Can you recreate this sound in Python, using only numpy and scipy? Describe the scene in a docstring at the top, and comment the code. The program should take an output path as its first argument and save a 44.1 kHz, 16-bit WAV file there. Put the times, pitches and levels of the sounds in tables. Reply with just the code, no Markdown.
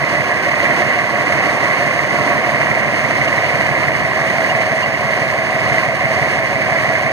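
"""Diesel pump trailer idling

A big diesel idles outdoors, a few metres from a slowly moving listener. Over a bed of air hiss and
dense clatter, every four-stroke cycle repeats a loose rattle, nine pump taps, booming panels, six
cylinder knocks and one exhaust throb. The frame drones, gears whine faintly, something squeals once,
and the balance of the knocks shifts as the listener moves from spot A to spot B."""
import sys
import numpy as np
from scipy import signal
from scipy.fft import rfft, irfft
from scipy.io import wavfile

SR = 44100
rng = np.random.default_rng(int(sys.argv[2]) if len(sys.argv) > 2 else 0)


def log_audio(samples):
    """Write samples as a 16-bit WAV file to the path given in sys.argv[1]."""
    # one column per channel
    frames = np.atleast_2d(samples).T
    # limit to full scale, then quantise
    limited = np.clip(frames, -1, 1)
    pcm = np.round(limited * 32767).astype(np.int16)
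    wavfile.write(sys.argv[1], SR, pcm)


N = 313992
T = np.arange(N) / SR
HZ = np.fft.rfftfreq(N, 1 / SR)
CYCLE_HZ = 5.985  # four-stroke cycles a second; a "place" is a point in the cycle, 0-1

# The listener's path: time_s, travel (0 at spot A, 1 at spot B)
LISTENER_PATH = [(0, 0.02), (2.35, 0.01), (2.7, 0.49), (3.75, 0.52), (4.2, 0.98), (7.12, 1)]
# Level rides, each used about its own mean: time_s, block_db, covers_db, hiss_db
LEVEL_RIDES = [(0.0, -22.5, -19, -36.5), (0.57, -21.5, -18, -36), (0.66, -19.5, -15.5, -35),
               (0.81, -19.5, -17.5, -34.5), (0.92, -21.5, -15.5, -36), (1.12, -21.5, -20, -37),
               (1.42, -19.5, -15.5, -34.5), (1.56, -20, -18.5, -34.5), (1.7, -21, -16.5, -35.5),
               (2.1, -21.5, -20, -36), (2.19, -18.5, -18, -34.5), (2.32, -18, -16.5, -35.5),
               (2.38, -20, -19, -36), (2.62, -20, -18, -35.5), (2.8, -21, -19, -37.5),
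               (3.25, -21, -19, -35.5), (3.84, -21, -19, -36), (4.08, -23, -21.7, -37.5),
               (4.24, -22, -20, -36), (4.6, -21, -20.5, -36), (4.96, -23.5, -21.5, -38),
               (5.2, -22.5, -20, -36), (5.46, -23, -23, -38), (5.76, -21.5, -18.5, -34.5),
               (5.92, -23, -22.5, -38), (6.16, -21.5, -19.5, -36.5), (6.5, -23, -22, -37.5),
               (6.8, -22, -19.5, -36), (7.1, -22.5, -20.5, -38)]
BLOCK_RIDE, COVERS_RIDE, HISS_RIDE = 1, 2, 3
# Fan and intake air: frequency_hz, density_db
AIR_SPECTRUM = [(20, -89), (60, -74), (110, -55.5), (400, -60.5), (2900, -63.5), (3700, -72.5),
                (4500, -67.5), (5700, -75), (6300, -70), (7300, -80), (8400, -79), (9400, -80),
                (10600, -91), (12500, -82.5), (14500, -99.5)]
# Tone of the clatter bed: frequency_hz, density_a_db, density_b_db
CLATTER_SPECTRUM = [(89.6, -71, -70), (145, -64, -60), (178, -55, -53.5), (290, -52.5, -54),
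                    (472, -55, -55.5), (565, -51, -46.5), (643, -48.5, -47.5), (745, -48.5, -47),
                    (857, -63.5, -58.5), (893, -52, -53), (1100, -54.5, -54), (1380, -59.5, -61.5),
                    (1610, -54, -52.5), (2068, -45, -43.5), (2206, -52, -48.5), (2820, -64, -63.5),
                    (3430, -81.5, -77), (6000, -100, -100)]
# How much of the clatter is new in each cycle: frequency_hz, share (0-1)
CLATTER_FRESHNESS = [(200, 0.37), (400, 0.43), (650, 0.41), (1100, 0.57), (2000, 0.76), (2900, 1)]
# Gear tones: pitch_hz, level_db
GEAR_TONES = [(1688, -37.5), (4884, -50), (7328, -61)]
# Contour of the squeal: time_s, pitch_hz, level_db
SQUEAL_CONTOUR = [(.28, 1620, -36), (.32, 1645, -26), (.36, 1640, -29), (.41, 1554, -28), (.46, 1517, -25),
                  (.5, 1500, -47)]
# Stray clanks and thuds: start_s, pitch_hz, level_db, decay_s
STRAY_HITS = [(2.666, 1960, -5, 0.0014), (2.71, 1940, -12, 0.0016), (3.592, 186, -20, 0.0053),
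              (4.016, 178.5, -20, 0.0042)]
# Resonances of the loose part: pitch_hz, half_width_hz, gain_db
RATTLE_MODES = [(2855, 70, 5), (4485, 124, -9)]
# Strokes that shake it in every cycle: place, half_width_s, level_a_db, level_b_db
RATTLE_SHAKES = [(.03, .004, -41, -47), (.565, .004, -40, -48), (.612, .005, -37, -39.5),
                 (.66, .006, -42, -39), (.74, .006, -39, -39.5), (.81, .005, -38, -42),
                 (.92, .005, -43, -39), (.968, .0045, -47, -34.5)]
# Its occasional harder jolts: time_s, half_width_s, level_db
RATTLE_JOLTS = [(.636, .004, -26), (1.44, .004, -26), (3.283, .004, -22), (3.44, .004, -29),
                (3.465, 0.013, -32), (4.504, 0.0052, -26), (4.839, 0.0085, -23)]
# Engine orders that the frame amplifies: cycle_multiple, level_a_db, level_b_db
FRAME_ORDERS = [(36, -47, -46), (66, -47, -41), (86, -40, -48), (93, -41, -38), (132, -47, -41),
                (173, -50, -40), (179, -37.5, -41), (188, -39, -43)]
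# Ring of the pump housing: pitch_hz, decay_s, gain_a_db, gain_b_db
HOUSING_MODES = [(1048, 0.0025, -17, -8), (1098, 0.0015, -1.5, -1.5)]
# Panel booms, each heard along one stretch of the path: travel, place, pitch_hz, half_width_s, level_db
PANEL_BOOMS = [(0, .115, 1108, .0065, -21), (0, .162, 620, .006, -22), (0, .226, 700, .013, -23.5),
               (0, .304, 604, .026, -23), (0, .457, 520, .012, -25), (0, .61, 1072, .018, -28.5),
               (0, .74, 690, .012, -23.5), (0, .811, 580, .009, -18), (0, .83, 1126, .018, -25.5),
               (0, .884, 704, .014, -18), (0, .989, 595, .005, -21), (.5, .056, 617, .0025, -20),
               (.5, .084, 1118, .003, -23), (.5, .174, 634, .018, -25), (.5, .339, 590, .008, -22),
               (.5, .375, 671, .0055, -22), (.5, .591, 662, .0055, -14.5), (.5, .906, 985, .012, -28),
               (1, .032, 718, .008, -20.5), (1, .129, 571, .007, -21.5), (1, .318, 655, .013, -17.5),
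               (1, .383, 734, .012, -24), (1, .483, 645, .008, -24), (1, .585, 642, .0095, -16.5),
               (1, .884, 1035, .005, -22), (1, .973, 634, .011, -21.5)]
# Brief ring of the thin covers: pitch_hz, decay_s, gain_a_db, gain_b_db
COVER_MODES = [(2051, 0.0011, -4.5, -0.5), (1877, 0.00073, -11.5, -5.5)]
# The six cylinders in firing order: place, level_a_db, level_b_db
FIRINGS = [(.09, -16, -9.5), (.24, -2.5, -4), (.455, -16, -8.5), (.61, -4.5, -6), (.735, -11, -7.5),
           (.915, -1.5, -7)]
# The exhaust note: cycle_multiple, level_a_db, level_b_db
EXHAUST_ORDERS = [(8, -66, -64.0), (10, -60, -62.6), (12, -62.4, -73), (14, -44, -39), (15, -45, -45.5),
                  (18, -44, -37.5), (20, -38, -36.5), (21, -69, -31.5), (22, -36, -37), (23, -38, -39.5),
                  (24, -34.5, -31), (25, -33, -47), (26, -45.5, -36.5)]
# Stereo image: frequency_hz, left_lead_rad, coherence (0-1), left_minus_right_db
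STEREO_IMAGE = [(70, -1.45, .96, 4), (180, -1.25, .96, -3), (300, -.8, .86, -10), (410, .35, .62, -7.5),
                (520, .15, .83, -2.4), (660, .1, .9, -1.6), (790, 0, .9, 1.5), (860, -.65, .85, -2.6),
                (1200, -.25, .95, -2.2), (1500, -.5, .93, -2.3), (2030, -2, .9, -5.1),
                (2550, -3.1, .9, -2.4), (2850, -3.35, .65, -2), (3250, -3.3, .2, -1), (3500, -6.2, .5, 0),
                (3900, -6.2, .8, -1), (4350, -6.9, .4, -2), (4750, -8.9, .7, -2), (5200, -9.4, .85, -1.5),
                (7800, -15.7, .85, -.5), (10300, -22, .85, -.3), (14200, -31.4, .85, -.2)]


def gain_of(db):
    """Decibels to amplitude."""
    return 10 ** (np.asarray(db) / 20)


def spectrum(table, column=1):
    """One column of a table spread over HZ, on a log-frequency axis."""
    columns = np.transpose(table)
    return np.interp(np.log(HZ + 1), np.log(columns[0] + 1), columns[column])


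def curve(table, column=1):
    """One column of a table over time."""
    columns = np.transpose(table)
    return np.interp(T, columns[0], columns[column])


def ride(column):
    """A fader move: the gain of one level ride about its mean."""
    db = curve(LEVEL_RIDES, column)
    return gain_of(db - db.mean())


def spot_shares():
    """Crossfade weights of spots A and B as the listener moves."""
    travel = curve(LISTENER_PATH)
    return 1 - travel, travel


def along_path(a_db, b_db):
    """Level in dB over time, crossfading in power from spot A to spot B."""
    share_a, share_b = spot_shares()
    return 10 * np.log10(share_a * gain_of(a_db) ** 2 + share_b * gain_of(b_db) ** 2)


def wander(rate_hz):
    """Smooth random modulation of rms 1."""
    drift = irfft(rfft(rng.standard_normal(N)) * np.exp(-(HZ / rate_hz) ** 2), N)
    return (drift - drift.mean()) / drift.std()


def colour(white, density_db):
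    """Shapes white noise of rms 1 to a spectral density."""
    return irfft(rfft(white) * gain_of(density_db), N) * np.sqrt(SR / 2)


def add_ring(mix, start_s, hz, db, decay_s):
    """Mixes in one struck casting: it swells for decay_s, then dies away with that time constant."""
    t = (np.arange(1, 9 * decay_s * SR) - start_s * SR % 1) / SR
    ring = gain_of(db) * t / decay_s * np.exp(1 - t / decay_s) * np.sin(2 * np.pi * hz * t)
    start = int(np.floor(start_s * SR))
    ring = ring[max(-start, 0):]
    span = mix[max(start, 0):][:len(ring)]
    span += ring[:len(span)]


def strike(cycles, place, modes, a_db, b_db, jitter_s, uneven_db=2.6):
    """One blow a cycle rings a part, each mode a little early or late, harder or softer."""
    out = np.zeros(N)
    times = np.interp(np.arange(place, cycles[-1], 1), cycles, T)
    for hz, decay_s, mode_a_db, mode_b_db in modes:
        levels_db = np.interp(times, T, along_path(a_db + mode_a_db, b_db + mode_b_db))
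        for start_s, db, (late, hard) in zip(times, levels_db, rng.standard_normal((64, 2))):
            add_ring(out, start_s + jitter_s * late, hz, db + uneven_db * hard, decay_s)
    return out


def orders(cycles, table, places, scatters_rad, uneven_db, trim_db):
    """Harmonics of the cycle rate, their phases scattered about one place for each spot."""
    out = np.zeros(N)
    for multiple, *levels_db in table:
        skew = rng.standard_normal()
        for share, db, place, scatter in zip(spot_shares(), levels_db, places, scatters_rad):
            phase = 2 * np.pi * multiple * (cycles - place) + scatter * skew
            out += share * gain_of(db) * np.cos(phase)
    return out * gain_of(trim_db + uneven_db * wander(1.9))


def air_hiss(cycles, surge_place=.53, rise_cycles=.063, surge_db=1.5, flicker_db=1.0):
    """Fan and intake air: a hiss that surges about halfway through each cycle and ebbs away."""
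    surge = np.interp((cycles - surge_place) % 1, [0, rise_cycles, 1], [0, 1, 0])
    pumping_db = surge_db * (surge - .5) + flicker_db * wander(50)
    hiss = colour(rng.standard_normal((2, N)), spectrum(AIR_SPECTRUM))
    return hiss * gain_of(pumping_db) * ride(HISS_RIDE)


def clatter(cycles, split_hz=1400):
    """A noise bed for countless small blows and echoes: part loops with the cycle, part is always new."""
    size = 2 * round(SR / CYCLE_HZ / 2)  # samples in one cycle
    freshness = np.clip(spectrum(CLATTER_FRESHNESS), .01, .99)
    low_cut_db = 20 * np.log10(1 + (60 / (HZ + 1)) ** 4)  # castings radiate no deep bass
    bed = np.zeros((2, N))
    for column, share in enumerate(spot_shares(), start=1):
        loops = irfft(np.exp(2j * np.pi * rng.random((2, size // 2 + 1)))) * np.sqrt(size)
        looped = np.array([np.interp(cycles % 1, np.arange(size) / size, loop) for loop in loops])
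        density_db = spectrum(CLATTER_SPECTRUM, column) - low_cut_db
        repeating = colour(looped, density_db + 10 * np.log10(1 - freshness))
        fresh = colour(rng.standard_normal((2, N)), density_db + 10 * np.log10(freshness))
        bed += np.sqrt(share) * (repeating + fresh)
    lows = irfft(rfft(bed) / (1 + (HZ / split_hz) ** 8), N)
    return lows * ride(BLOCK_RIDE) + (bed - lows) * ride(COVERS_RIDE)


def gear_whine(drift=.001, waver_db=3.5):
    """Thin gear tones that waver in pitch and strength."""
    out = np.zeros(N)
    for hz, db in GEAR_TONES:
        level = gain_of(db + waver_db * wander(4.4))
        pitch_hz = hz * (1 + drift * wander(14))
        out += level * np.sin(2 * np.pi * np.cumsum(pitch_hz) / SR)
    return out


def squeal():
    """One short, faint squeal that falls in pitch."""
    gate = (T > SQUEAL_CONTOUR[0][0]) & (T < SQUEAL_CONTOUR[-1][0])
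    phase = 2 * np.pi * np.cumsum(curve(SQUEAL_CONTOUR)) / SR
    return gate * gain_of(curve(SQUEAL_CONTOUR, 2)) * np.sin(phase)


def stray_hits():
    """Single clanks and thuds outside the rhythm."""
    out = np.zeros(N)
    for hit in STRAY_HITS:
        add_ring(out, *hit)
    return out


def rattle(cycles, floor_db=-47, uneven_db=.9, ragged_db=1.3, trim_db=2):
    """A loose metal part buzzes faintly, chatters through every cycle and now and then jolts."""
    resonance = sum(gain_of(db) / (1 + ((HZ - hz) / width) ** 2) for hz, width, db in RATTLE_MODES)
    buzz = irfft(rfft(rng.standard_normal((2, N))) * resonance, N)
    power = np.full(N, gain_of(floor_db) ** 2)
    for place, width_s, a_db, b_db in RATTLE_SHAKES:
        offset_s = ((cycles - place + .5) % 1 - .5) / CYCLE_HZ
        power += gain_of(along_path(a_db, b_db)) ** 2 * np.exp(-(offset_s / width_s) ** 2)
    power *= gain_of(uneven_db * wander(22)) ** 2
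    for time_s, width_s, db in RATTLE_JOLTS:
        power += gain_of(db) ** 2 * np.exp(-((T - time_s) / width_s) ** 2)
    envelope = np.sqrt(power) * gain_of(trim_db + ragged_db * wander(83))
    return envelope * buzz / buzz.std()


def frame_drone(cycles):
    """The frame sings along on a few higher engine orders."""
    drone = orders(cycles, FRAME_ORDERS, (.89, .585), scatters_rad=(2.2, .85), uneven_db=.9, trim_db=4)
    return drone * ride(BLOCK_RIDE)


def pump_taps(cycles, strokes=9, first_place=.088, tap_db=-20.5):
    """Evenly spaced strokes of a gear-driven pump ring its housing."""
    places = first_place + np.arange(strokes) / strokes
    taps = sum(strike(cycles, place, HOUSING_MODES, tap_db, tap_db, jitter_s=.00026) for place in places)
    return taps * ride(BLOCK_RIDE)


def panel_booms(cycles, trim_db=-.8, uneven_db=1.0, jitter_s=.00009):
    """Panels of the block swell and fade once a cycle; the listener passes from one set to the next."""
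    travel, out = curve(LISTENER_PATH), np.zeros(N)
    for heard_at, place, hz, width_s, db in PANEL_BOOMS:
        nearness = np.sqrt(np.clip(1 - 2 * abs(travel - heard_at), 0, 1))
        cycle = np.floor(cycles - place + .5).astype(int)
        late, hard = rng.standard_normal((64, 2))[cycle].T
        t = (cycles - place - cycle) / CYCLE_HZ - jitter_s * late
        envelope = gain_of(db + uneven_db * hard) * np.exp(-(t / width_s) ** 2 / 2)
        out += nearness * envelope * np.cos(2 * np.pi * hz * t)
    return gain_of(trim_db) * out * ride(BLOCK_RIDE)


def cylinder_knocks(cycles, valve_lag_s=.0058, valve_a_db=-5, valve_b_db=-4, trim_db=-4):
    """Each firing strikes the covers; a valve seats just after and strikes them again, more softly."""
    out = np.zeros(N)
    for place, a_db, b_db in FIRINGS:
        out += strike(cycles, place, COVER_MODES, a_db, b_db, jitter_s=.00023)
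        seating = place + valve_lag_s * CYCLE_HZ
        out += strike(cycles, seating, COVER_MODES, a_db + valve_a_db, b_db + valve_b_db, jitter_s=.00035)
    return gain_of(trim_db) * out * ride(COVERS_RIDE)


def exhaust_throb(cycles):
    """Unequal firings give one low throb a cycle."""
    throb = orders(cycles, EXHAUST_ORDERS, (.245, .245), scatters_rad=(.45, .45),
                   uneven_db=1.8, trim_db=-1.5)
    return throb * ride(HISS_RIDE)


def stereo_pair(direct, diffuse):
    """Two microphones hear the engine with a phase and level offset; the diffuse sound adds width."""
    lead_rad, coherence, balance_db = (spectrum(STEREO_IMAGE, column) for column in (1, 2, 3))
    mid = rfft(direct) + np.sqrt((1 + coherence) / 2) * rfft(diffuse[0])
    side = np.sqrt((1 - coherence) / 2) * rfft(diffuse[1])
    balance = gain_of(balance_db)
    pair = np.array([(mid + side) * balance, (mid - side) * np.exp(-1j * lead_rad)])
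    return irfft(pair * np.sqrt(2 / (1 + balance ** 2)), N)


def scene():
    """The governor holds the idle almost perfectly steady; every rhythmic layer follows the crank."""
    cycles = np.cumsum(CYCLE_HZ * (1 + .0003 * wander(2))) / SR
    hits = panel_booms(cycles) + cylinder_knocks(cycles) + pump_taps(cycles)
    tones = exhaust_throb(cycles) + frame_drone(cycles) + gear_whine()
    diffuse = clatter(cycles) + air_hiss(cycles) + rattle(cycles)
    return stereo_pair(hits + tones + squeal() + stray_hits(), diffuse)


def record(dry, ceiling=.95, cutoff_hz=14800):
    """Soft-clips the peaks near full scale and cuts the very top end."""
    rounded = dry / (1 + (dry / ceiling) ** 8) ** (1 / 8)
    lowpass = signal.firwin(511, cutoff_hz, window=("kaiser", 9), fs=SR)
    return signal.oaconvolve(rounded, lowpass[None], "same", axes=1)


dry = scene()
out = record(dry)
log_audio(out)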